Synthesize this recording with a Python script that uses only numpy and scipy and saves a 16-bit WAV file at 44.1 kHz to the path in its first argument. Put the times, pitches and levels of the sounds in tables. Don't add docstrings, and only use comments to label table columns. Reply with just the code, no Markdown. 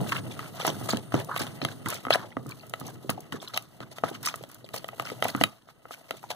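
import sys
import numpy as np
from scipy import signal
from scipy.fft import rfft, irfft, next_fast_len
from scipy.io import wavfile
from scipy.ndimage import uniform_filter1d, map_coordinates

SR = 44100
rng = np.random.default_rng(int(sys.argv[2]) if len(sys.argv) > 2 else 0)


def wrap_up_sound(samples):
    columns = np.atleast_2d(samples).T
    tamed = np.clip(columns, -1, 1)
    steps = np.round(tamed * 32767).astype(np.int16)
    wavfile.write(sys.argv[1], SR, steps)


def linear_from_db(decibels):
    return 10 ** (np.asarray(decibels, float) / 20)


N = 280035

# [t/s, level/dB, then relative to that level:
# thud into the table/dB, hollow body/dB, hard tick/dB]
KNOCK_EVENTS = [(0.004, -34, -8, 4, -4), (0.014, -36, 5, 3, -30), (0.1207, -13.5, -33, -14.5, -9.5),
                (0.16, -20.5, -26, -27, -11), (0.392, -18, -25, -32, -10), (0.6, -28, -37, -4, -5),
                (0.6489, -14, -47, -5, -32), (0.6767, -18.5, 2.5, -9.5, -3), (0.889, -19.5, -20, -7.5, -13),
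                (0.9328, -20.5, 4, 0, -17), (0.9706, -40, -7, -1, 21.5), (1.121, -29, -27.5, -6, -9),
                (1.1413, -18, 4.5, 0, -5.5), (1.153, -27.5, 7, 0.5, -17), (1.3621, -12, -40, -12, -11.5),
                (1.4076, -25.5, 2.5, -4, -18), (1.467, -38, -11, 2, 10), (1.6153, -20.5, -12, -13.5, -13),
                (1.649, -14.5, -16.5, -8.5, 0.5), (1.8597, -10, -12, -55, -26),
                (1.925, -16, -48, -16.5, -30), (2.0507, -16.5, -22, -22, -16.5),
                (2.0672, -15.5, -15, -10, -25), (2.083, -16.5, -37, -27, -28), (2.1053, -8, -47, -4, -7),
                (2.156, -19.5, -17, 3.5, -1.5), (2.368, -16, -4, -10, -25.5), (2.4605, -30, 4, -13, -41),
                (2.737, -17, -28, -12.5, -6.5), (2.8126, -25, -4, -12.5, -31), (3.094, -17.5, -3, -3, -6),
                (3.323, -18.5, -1, -67, -10), (3.5365, -25, -22, -12, -14), (3.5743, -18, -67, -11.5, 6.5),
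                (3.8036, -31.5, 3.5, -6.5, -2.5), (3.9833, -29, -52, -7.5, -2.5),
                (4.0365, -10, -13, -7, -25), (4.272, -13, -66, -38, -15), (4.3402, -15, -65, -20, -17),
                (4.437, -37.5, -6, 1, 5), (4.689, -37.5, -22, -28, 0), (4.7411, -19, -19, -7, -37),
                (4.8433, -29, -27, -6, -1.5), (4.8871, -22, -21, -15, -8.5), (4.997, -14, -17, -12, -8.5),
                (5.0554, -30, -30, -7.5, -16), (5.071, -18.5, -33, -57, -16), (5.1001, -24, -18, -15, -4),
                (5.224, -9, -30.5, -9.5, -8.5), (5.2535, -19, -9, 0, -16),
                (5.3485, -14.5, -3.5, -13.5, -15), (5.4118, -11.5, -4, -3, -6),
                (5.437, -3.5, -68, -18, -2.5), (5.687, -33, -58, -13, -26), (5.8537, -30, -16, -10.5, -26),
                (5.908, -24.5, -25, -9.5, -37), (6.108, -21.5, -15.5, -6, 1.5),
                (6.2291, -28, -21, -23, -39), (6.3038, -37, -22, 6, 12)]
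# [f/Hz, level/dB, time to fall by 60 dB/s]
BOWL_MODES = [(114, -19, 0.2), (215.4, -15, 0.22), (276, 0, 0.056), (530.6, 2, 0.029), (661.6, 9, 0.018),
              (783, -3.5, 0.0049), (1272, -0.5, 0.022), (1996, -4.5, 0.016), (2697, -5, 0.013),
              (3034, -6.5, 0.013), (3884, -20.5, 0.027), (4760, -18.5, 0.013)]


def unit(x):
    return x / np.sqrt(np.mean(x ** 2) + 1e-20)


def along(points, hz):
    f, value = np.transpose(points)
    return np.interp(np.log(hz + 1), np.log(f + 1), value)


def curves(rows):
    s, *columns = np.transpose(rows)
    return [np.interp(np.arange(N) / SR, s, column) for column in columns]


def wobble(rate):
    points = rng.standard_normal(int(N * rate / SR) + 4)
    return map_coordinates(points, [np.arange(N) * rate / SR])


def filtered(x, response):
    m = next_fast_len(N + SR // 2)
    return irfft(rfft(x, m) * response(np.fft.rfftfreq(m, 1 / SR)), m)[..., :N]


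def grains(rate, spread_db, life_s):
    size = linear_from_db(spread_db * np.minimum(rng.exponential(size=N), 4))
    slips = (rng.random(N) < rate / SR) * size
    shape = signal.lfilter([1], [1, -np.exp(-1 / (life_s * SR))], slips)
    return shape * rng.standard_normal((2, N))


def wall(hz, damping):
    response = 0
    for k, (centre, db, t60) in enumerate(BOWL_MODES):
        width = damping * np.log(1000) / (np.pi * t60)
        resonance = 1j * hz * width / (centre * centre - hz * hz + 1j * hz * width)
        response = response + (-1) ** k * linear_from_db(db) * resonance
    return response


def stirring():
    # [t/s, rocking level/dB, drag on the wall level/dB]
    stir_levels = [(0.0, -25, -42.5), (0.09, -36.5, -44), (0.39, -41.5, -49), (0.54, -41.5, -47.5),
                   (0.85, -38.5, -39.5), (0.99, -45.5, -55), (1.36, -44, -49.5), (1.7, -44, -53.5),
                   (2.0, -46.5, -53), (2.2, -41, -52.5), (2.34, -50, -66), (2.42, -46, -59),
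                   (2.62, -51.5, -53), (2.93, -43.5, -55), (3.7, -57, -62.5), (4.19, -43.5, -53.5),
                   (4.56, -55.5, -60.5), (5.27, -46.5, -46), (5.52, -76, -57), (5.64, -77.5, -72.5),
                   (5.92, -69, -56.5), (6.35, -51, -58.5)]
    # [f/Hz, level/dB]
    rock_colour = [(25, -17), (70, -12.5), (125, 2), (170, -5), (240, -6), (330, -8), (500, -15),
                   (900, -51.5)]
    # [f/Hz, level/dB]
    wet_colour = [(1200, 8), (2200, -7.5), (3000, 2), (4100, 4), (5000, 1), (8000, 1), (12000, 2),
                  (15200, 0.5), (16500, -35)]
    rock_db, drag_db = curves(stir_levels)
    wet_db = -57.5 + 0.85 * (drag_db + 56.5)

    unsteady = linear_from_db(1.2 * wobble(25) + 1.2 * wobble(7))
    rock = filtered(unsteady * rng.standard_normal((2, N)), lambda hz: linear_from_db(along(rock_colour, hz)))
    judder = grains(rate=270, spread_db=-1.0, life_s=0.0064)
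    drag = filtered(judder, lambda hz: wall(hz, damping=1.0) * hz ** 2 / (hz ** 2 + 400 ** 2))
    film = grains(rate=900, spread_db=3, life_s=0.004)
    wet = filtered(film, lambda hz: linear_from_db(along(wet_colour, hz)))
    lumps = wobble(35)

    shake_db, shake_t60_s = -11, 0.21
    s, db, thud = np.transpose(KNOCK_EVENTS)[:3]
    kicks = np.bincount(np.round(s * SR).astype(int), linear_from_db(db + thud + shake_db), N)
    shaken = signal.lfilter([1], [1, -linear_from_db(-60 / (shake_t60_s * SR))], kicks)

    rocking = (linear_from_db(rock_db) + shaken) * unit(rock)
    dragging = linear_from_db(drag_db + 0.8 * lumps) * unit(drag)
    tearing = linear_from_db(wet_db + 2.0 * lumps) * unit(wet)
    return rocking + dragging + tearing


def blips(s, size, hz, cycles, glide):
    t = np.arange(SR // 60) / SR
    age = t * (hz / cycles)[:, None]
    turn = 2 * np.pi * hz[:, None] * t * (1 + glide[:, None] * np.minimum(age, 3))
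    at = (np.round(s * SR).astype(int)[:, None] + np.arange(len(t))).ravel()
    shift = rng.uniform(0, 2 * np.pi, (len(s), 1))
    shape = size[:, None] * age * np.exp(1 - age)
    versions = [(shape * np.sin(turn + phase)).ravel() for phase in (0, shift)]
    return np.array([np.bincount(at, version, N + SR)[:N] for version in versions])


def bubbles(count, hz, octaves, cycles, spread_db, hiss):
    when, big = rng.random((2, count))
    pitch, glide = rng.standard_normal((2, count))
    size = linear_from_db(-spread_db * np.log(big + 0.0049))
    pocket_hz = np.minimum(hz * 2 ** (octaves * pitch), SR / 3)
    swarm = blips(when * N / SR, size, pocket_hz, cycles, 0.025 * glide)
    noise = rng.standard_normal((2, N))
    bed = filtered(noise, lambda f: np.exp(-(np.log2((f + 1) / hz) / octaves / 2) ** 2))
    return unit(unit(swarm) + hiss * unit(bed))


def popping():
    # [t/s, level/dB, f/Hz]
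    pop_events = [(0.165, -20, 2810), (0.311, -32.5, 3770), (0.613, -23.5, 3100), (0.679, -18.5, 6200),
                  (0.691, -21, 650), (0.8124, -29, 734), (0.906, -15.5, 4760), (0.9798, -32, 640),
                  (1.199, -29, 3230), (1.292, -25.5, 1020), (1.375, -27, 2770), (1.617, -24, 3820),
                  (1.6276, -20.5, 323), (1.634, -42, 3600), (1.727, -42, 1050), (1.867, -23.5, 1350),
                  (1.8887, -26.5, 1270), (1.955, -31.5, 5070), (2.1243, -13, 3170), (2.136, -12.5, 3670),
                  (2.129, -13, 4800), (2.148, -19, 700), (2.3186, -37.5, 2050), (2.494, -43, 1300),
                  (2.512, -32, 4570), (2.595, -39, 4270), (2.868, -31.5, 6650), (2.884, -35, 1250),
                  (3.046, -30.5, 430), (3.178, -28.5, 740), (3.342, -25.5, 406), (3.401, -35, 3440),
                  (3.4264, -32, 610), (3.476, -28, 3860), (3.542, -24.5, 4260), (4.081, -33, 2180),
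                  (4.113, -27.5, 403), (4.149, -32, 2950), (4.275, -17.5, 6300), (4.409, -34, 420),
                  (4.644, -36.5, 3900), (4.643, -39, 550), (4.6624, -42, 3030), (4.778, -29, 4760),
                  (4.9312, -33, 730), (5.1182, -27, 450), (5.244, -25, 2600), (5.283, -23, 2570),
                  (5.672, -49.5, 650), (6.139, -36.5, 410), (6.2392, -31, 800)]
    s, db, hz = np.transpose(pop_events)
    cycles = 1.25 * (hz / 1000) ** 0.7
    glide = 0.02 * rng.standard_normal(len(s))
    pops = blips(s, linear_from_db(db), hz, cycles, glide)

    late, off, small = rng.standard_normal((len(s) * 4, 3)).T
    s, db, hz, cycles, glide = [np.repeat(v, 4) for v in (s, db, hz, cycles, glide)]
    spatter_s, spatter_octaves, spatter_db = 0.006, 0.6, -7
    when = s + spatter_s * np.abs(late)
    size = linear_from_db(db + spatter_db + 2 * small)
    return pops + blips(when, size, hz * 2 ** (spatter_octaves * off), cycles, glide)


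def squelching():
    # [t/s, length/s, crackle level/dB, depth (gurgle over crackle)/dB]
    cuts = [(0.0, 0.061, -62.5, 20.5), (0.073, 0.05, -39.5, -3.5), (0.119, 0.012, -34, 7.5),
            (0.148, 0.046, -39, 1.5), (0.299, 0.2, -50, 1.5), (0.318, 0.106, -47.5, -6),
            (0.559, 0.11, -47, -0.5), (0.596, 0.036, -38, 0), (0.65, 0.05, -32, 1.5),
            (0.888, 0.041, -32, -3), (0.93, 0.066, -45, 1.5), (1.123, 0.097, -42, 5),
            (1.288, 0.061, -53.5, 19.5), (1.355, 0.027, -33.5, -2), (1.393, 0.043, -34, -1),
            (1.438, 0.039, -42, -1), (1.616, 0.11, -43.5, 0), (1.86, 0.089, -37.5, -2),
            (1.928, 0.061, -41.5, -3.5), (2.107, 0.046, -30, 2.5), (2.16, 0.09, -58, 16),
            (2.367, 0.0077, -72, 32), (2.483, 0.045, -50, 1.5), (2.8, 0.11, -49, 0),
            (3.098, 0.012, -32.5, 0), (3.324, 0.044, -44.5, 4), (3.418, 0.036, -44.5, -5),
            (3.465, 0.068, -54, 2), (3.538, 0.039, -37.5, -3), (3.815, 0.021, -45, 5),
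            (3.915, 0.016, -45, 0.5), (3.961, 0.033, -48.5, -4), (4.041, 0.06, -41, 2),
            (4.128, 0.042, -45, -3), (4.233, 0.081, -41.5, 1.5), (4.251, 0.04, -31.5, -19),
            (4.496, 0.069, -54, -1), (4.739, 0.043, -36.5, -3.5), (4.999, 0.027, -44.5, 4),
            (5.048, 0.086, -44.5, -6), (5.233, 0.035, -32.5, 2.5), (5.271, 0.032, -37.5, -5),
            (5.339, 0.068, -50, 6.5), (5.404, 0.02, -35, -8), (5.411, 0.0096, -49, 1),
            (5.68, 0.026, -51.5, -3), (5.911, 0.036, -44, -17), (6.086, 0.074, -55, -3),
            (6.168, 0.028, -49.5, -12), (6.23, 0.062, -52.5, -12), (6.304, 0.017, -34, -0.5)]
    rises_s = [0.017, 0.019, 0.0077]
    sag_db, trail_s, trail_db = -2.5, 0.025, -52.5
    t, power = np.arange(N) / SR, np.zeros((3, N))
    for s, length, db, depth in cuts:
        shape_db = [trail_db, 0, sag_db, trail_db]
        burst_db = [np.interp(t, [s - rise, s, s + length, s + length + trail_s], shape_db)
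                    for rise in rises_s]
        fizz_db = -48.5 - 0.24 * depth + (db + 43)
        power += linear_from_db(np.array([[db], [fizz_db], [db + depth]]) + burst_db) ** 2

    linger_s, linger_db = 0.049, -13.5
    keep = np.exp(-1 / (linger_s * SR))
    power += linear_from_db(linger_db) ** 2 * signal.lfilter([1 - keep], [1, -keep], power)

    own = np.array([wobble(45), wobble(35), wobble(45)])
    fits_db = 2.6 * wobble(90) + 2.26 * wobble(260) + 0.75 * own
    crackle, fizz, gurgle = np.sqrt(power) * linear_from_db(np.minimum(fits_db, 5.5))

    deep = np.pi / 4 * (1 + np.tanh(1.56 * wobble(12)))
    low, high = gurgle * np.sin(deep), gurgle * np.cos(deep)
    return (popping()
            + crackle * bubbles(count=3000, hz=2927, octaves=0.577, cycles=2.22, spread_db=4.0, hiss=1.0)
            + fizz * bubbles(count=4000, hz=8660, octaves=0.637, cycles=1.45, spread_db=3.5, hiss=0.76)
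            + low * bubbles(count=2200, hz=680, octaves=0.36, cycles=1.7, spread_db=2.7, hiss=0.8)
            + high * bubbles(count=2600, hz=1250, octaves=0.3, cycles=2.3, spread_db=2.7, hiss=0.8))


def air():
    # [f/Hz, level/dB]
    air_colour = [(30, 22), (120, 19), (500, 10.5), (1230, -40), (1700, -45), (2400, -19), (4000, -7),
                  (9000, -39), (15500, -7)]
    # [t/s, level/dB]
    buzz_levels = [(0, -53), (0.49, -57.5), (0.56, -76), (0.64, -53.5), (1.5, -61), (3.2, -77)]
    quiet = filtered(rng.standard_normal((2, N)), lambda hz: linear_from_db(along(air_colour, hz)))
    pulses_per_s = 160 * (1 + 0.013 * wobble(7.4))
    beat = 1 + 0.56 * np.sin(2 * np.pi * np.cumsum(pulses_per_s) / SR)
    thin = filtered(beat * rng.standard_normal((2, N)), lambda hz: 1 / (1 + ((hz - 8990) / 400) ** 2))
    buzz_db = curves(buzz_levels)[0] + 1.6 * wobble(27)
    return linear_from_db(-60.5 + 0.82 * wobble(8)) * unit(quiet) + linear_from_db(buzz_db) * unit(thin)


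def knocks():
    # thud, body, middle, upper modes [f/Hz]
    part_hz = [200, 650, 1400, 3600]
    out, t = np.zeros((2, N + SR)), np.arange(SR // 6) / SR
    hz, level_db, t60 = np.transpose(BOWL_MODES)[:, :, None]
    for s, db, thud, body, tick in KNOCK_EVENTS:
        colour_db = along(np.transpose([part_hz, [thud, body, 0, tick + 11]]), hz)
        pitch = hz * (1 + 0.035 * rng.standard_normal(hz.shape))
        uneven_db = 2.13 * rng.standard_normal((2, *hz.shape))
        size = linear_from_db(level_db + colour_db + uneven_db - 60 * t / t60)
        phase = [[[0]], [[1]]] * rng.uniform(0, 2 * np.pi, hz.shape)
        ring = np.sum(size * np.sin(2 * np.pi * pitch * t + phase), axis=1)
        ring *= 1 - np.exp(-(t / 0.00068) ** 2)
        noise = signal.lfilter([1, 0, -1], [1, -0.45], rng.standard_normal((2, len(t))))
        wet_tick = linear_from_db(tick - 60 * t / 0.0059) * (1 - np.exp(-t / 0.00057)) * noise
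        out[:, round(s * SR):][:, :len(t)] += linear_from_db(db) * (ring + wet_tick)
    return out[:, :N]


def snaps():
    # [t/s, level/dB]
    snap_events = [(0.0874, -26), (0.1136, -30), (0.1714, -29), (0.611, -32), (0.6667, -12.5),
                   (0.9026, -18.5), (1.165, -38), (1.1985, -27), (1.246, -27.5), (1.376, -21.5),
                   (1.3938, -21), (1.7143, -38), (1.886, -16), (1.902, -15), (1.943, -21), (1.9544, -30),
                   (2.466, -34), (2.492, -27.5), (2.509, -32.5), (2.6664, -37), (2.696, -29),
                   (2.7987, -26.5), (2.8054, -34), (2.866, -28), (2.878, -32), (2.8998, -38),
                   (2.9417, -38.5), (3.101, -13), (3.205, -30.5), (3.4276, -33), (3.484, -32),
                   (3.6232, -34), (3.927, -36), (4.1, -31), (4.2294, -23), (4.259, -11), (4.358, -24.5),
                   (4.427, -37), (4.49, -38), (4.515, -33), (4.545, -29.5), (4.7413, -23.5), (4.751, -27),
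                   (4.762, -21), (4.781, -29), (4.882, -30), (5.02, -33), (5.241, -18), (5.2826, -18),
                   (5.304, -28), (5.363, -26.5), (5.942, -44)]
    t60_s, low_hz = 0.016, 3900
    s, db = np.transpose(snap_events)
    kicks = np.bincount(np.round(s * SR).astype(int), linear_from_db(db), N)
    fading = signal.lfilter([1], [1, -linear_from_db(-60 / (t60_s * SR))], kicks)
    shape = uniform_filter1d(fading, size=100)
    return filtered(shape * rng.standard_normal((2, N)), lambda hz: hz ** 4 / (hz ** 4 + low_hz ** 4))


def room(x):
    # [f/Hz, time to fall by 60 dB/s]
    ring_times = [(150, 0.089), (800, 0.2), (1250, 0.26), (1800, 0.092), (4000, 0.14), (12000, 0.15)]
    hz, t, z = signal.stft(rng.standard_normal((2, SR // 2)), SR, nperseg=256)
    fading = z * linear_from_db(-60 * t / along(ring_times, hz)[:, None])
    tail = signal.istft(fading, SR, nperseg=256)[1]
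    late = np.pad(x, ((0, 0), (130, 0)))
    return signal.fftconvolve(late, tail / np.linalg.norm(tail[0]), axes=1)[:, :N]


def microphones(pair):
    # [f/Hz, likeness 0-1]
    likeness = [(100, 0.72), (600, 0.6), (1850, 0.31), (3100, 0.22), (4400, 0.29), (7000, 0.58),
                (10000, 0.21), (14000, 0.38)]
    # [f/Hz, depth 0-1]
    notch_depth = [(100, 0.6), (1200, 0.75), (2500, 0.74), (3800, 0.58), (5000, 0.43), (7500, 0.34),
                   (15000, 0.18)]
    # [f/Hz, level/dB]
    balance = [(100, -2), (250, -5.5), (650, 2.5), (1100, -1.5), (1600, -3.5), (2500, 1.5), (5000, -2.5),
               (14000, -3.5)]
    lag_s = 0.0003933

    def mixing(hz):
        alike = np.clip(along(likeness, hz), 0, 1)
        return np.array([alike, np.sqrt(1 - alike ** 2)])

    def combs(hz):
        behind = 2 * np.pi * hz * lag_s + 1.8 * np.exp(-hz / 500)
        depth = np.clip(along(notch_depth, hz), 0, 1)
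        far = depth * np.exp(-1j * behind)
        return np.array([1 - far, 1 + far]) / np.sqrt(2 + 2 * depth ** 2)

    other = filtered(pair, mixing).sum(axis=0)
    mid, side = filtered(np.array([pair[0], other]), combs)
    left_right = np.array([mid + side, mid - side]) / np.sqrt(2)
    return filtered(left_right, lambda hz: linear_from_db(along(balance, hz) * [[0.5], [-0.5]]))


def scene():
    bowl = stirring() + squelching() + knocks() + snaps()
    echo = linear_from_db(-15.5) * room(bowl)
    return microphones(bowl + echo + air())


def roll_off(x):
    return signal.sosfilt(signal.butter(12, 16510, fs=SR, output="sos"), x)


def record(dry):
    # [f/Hz, level/dB]
    phone_response = [(30, -15), (75, -8.5), (115, 2), (14800, -1), (15500, -5), (16300, -36)]
    heard = filtered(dry, lambda hz: linear_from_db(along(phone_response, hz)))
    limited = heard / (1 + np.abs(heard) ** 8) ** (1 / 8)
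    return roll_off(limited)


dry = scene()
out = record(dry)
wrap_up_sound(out)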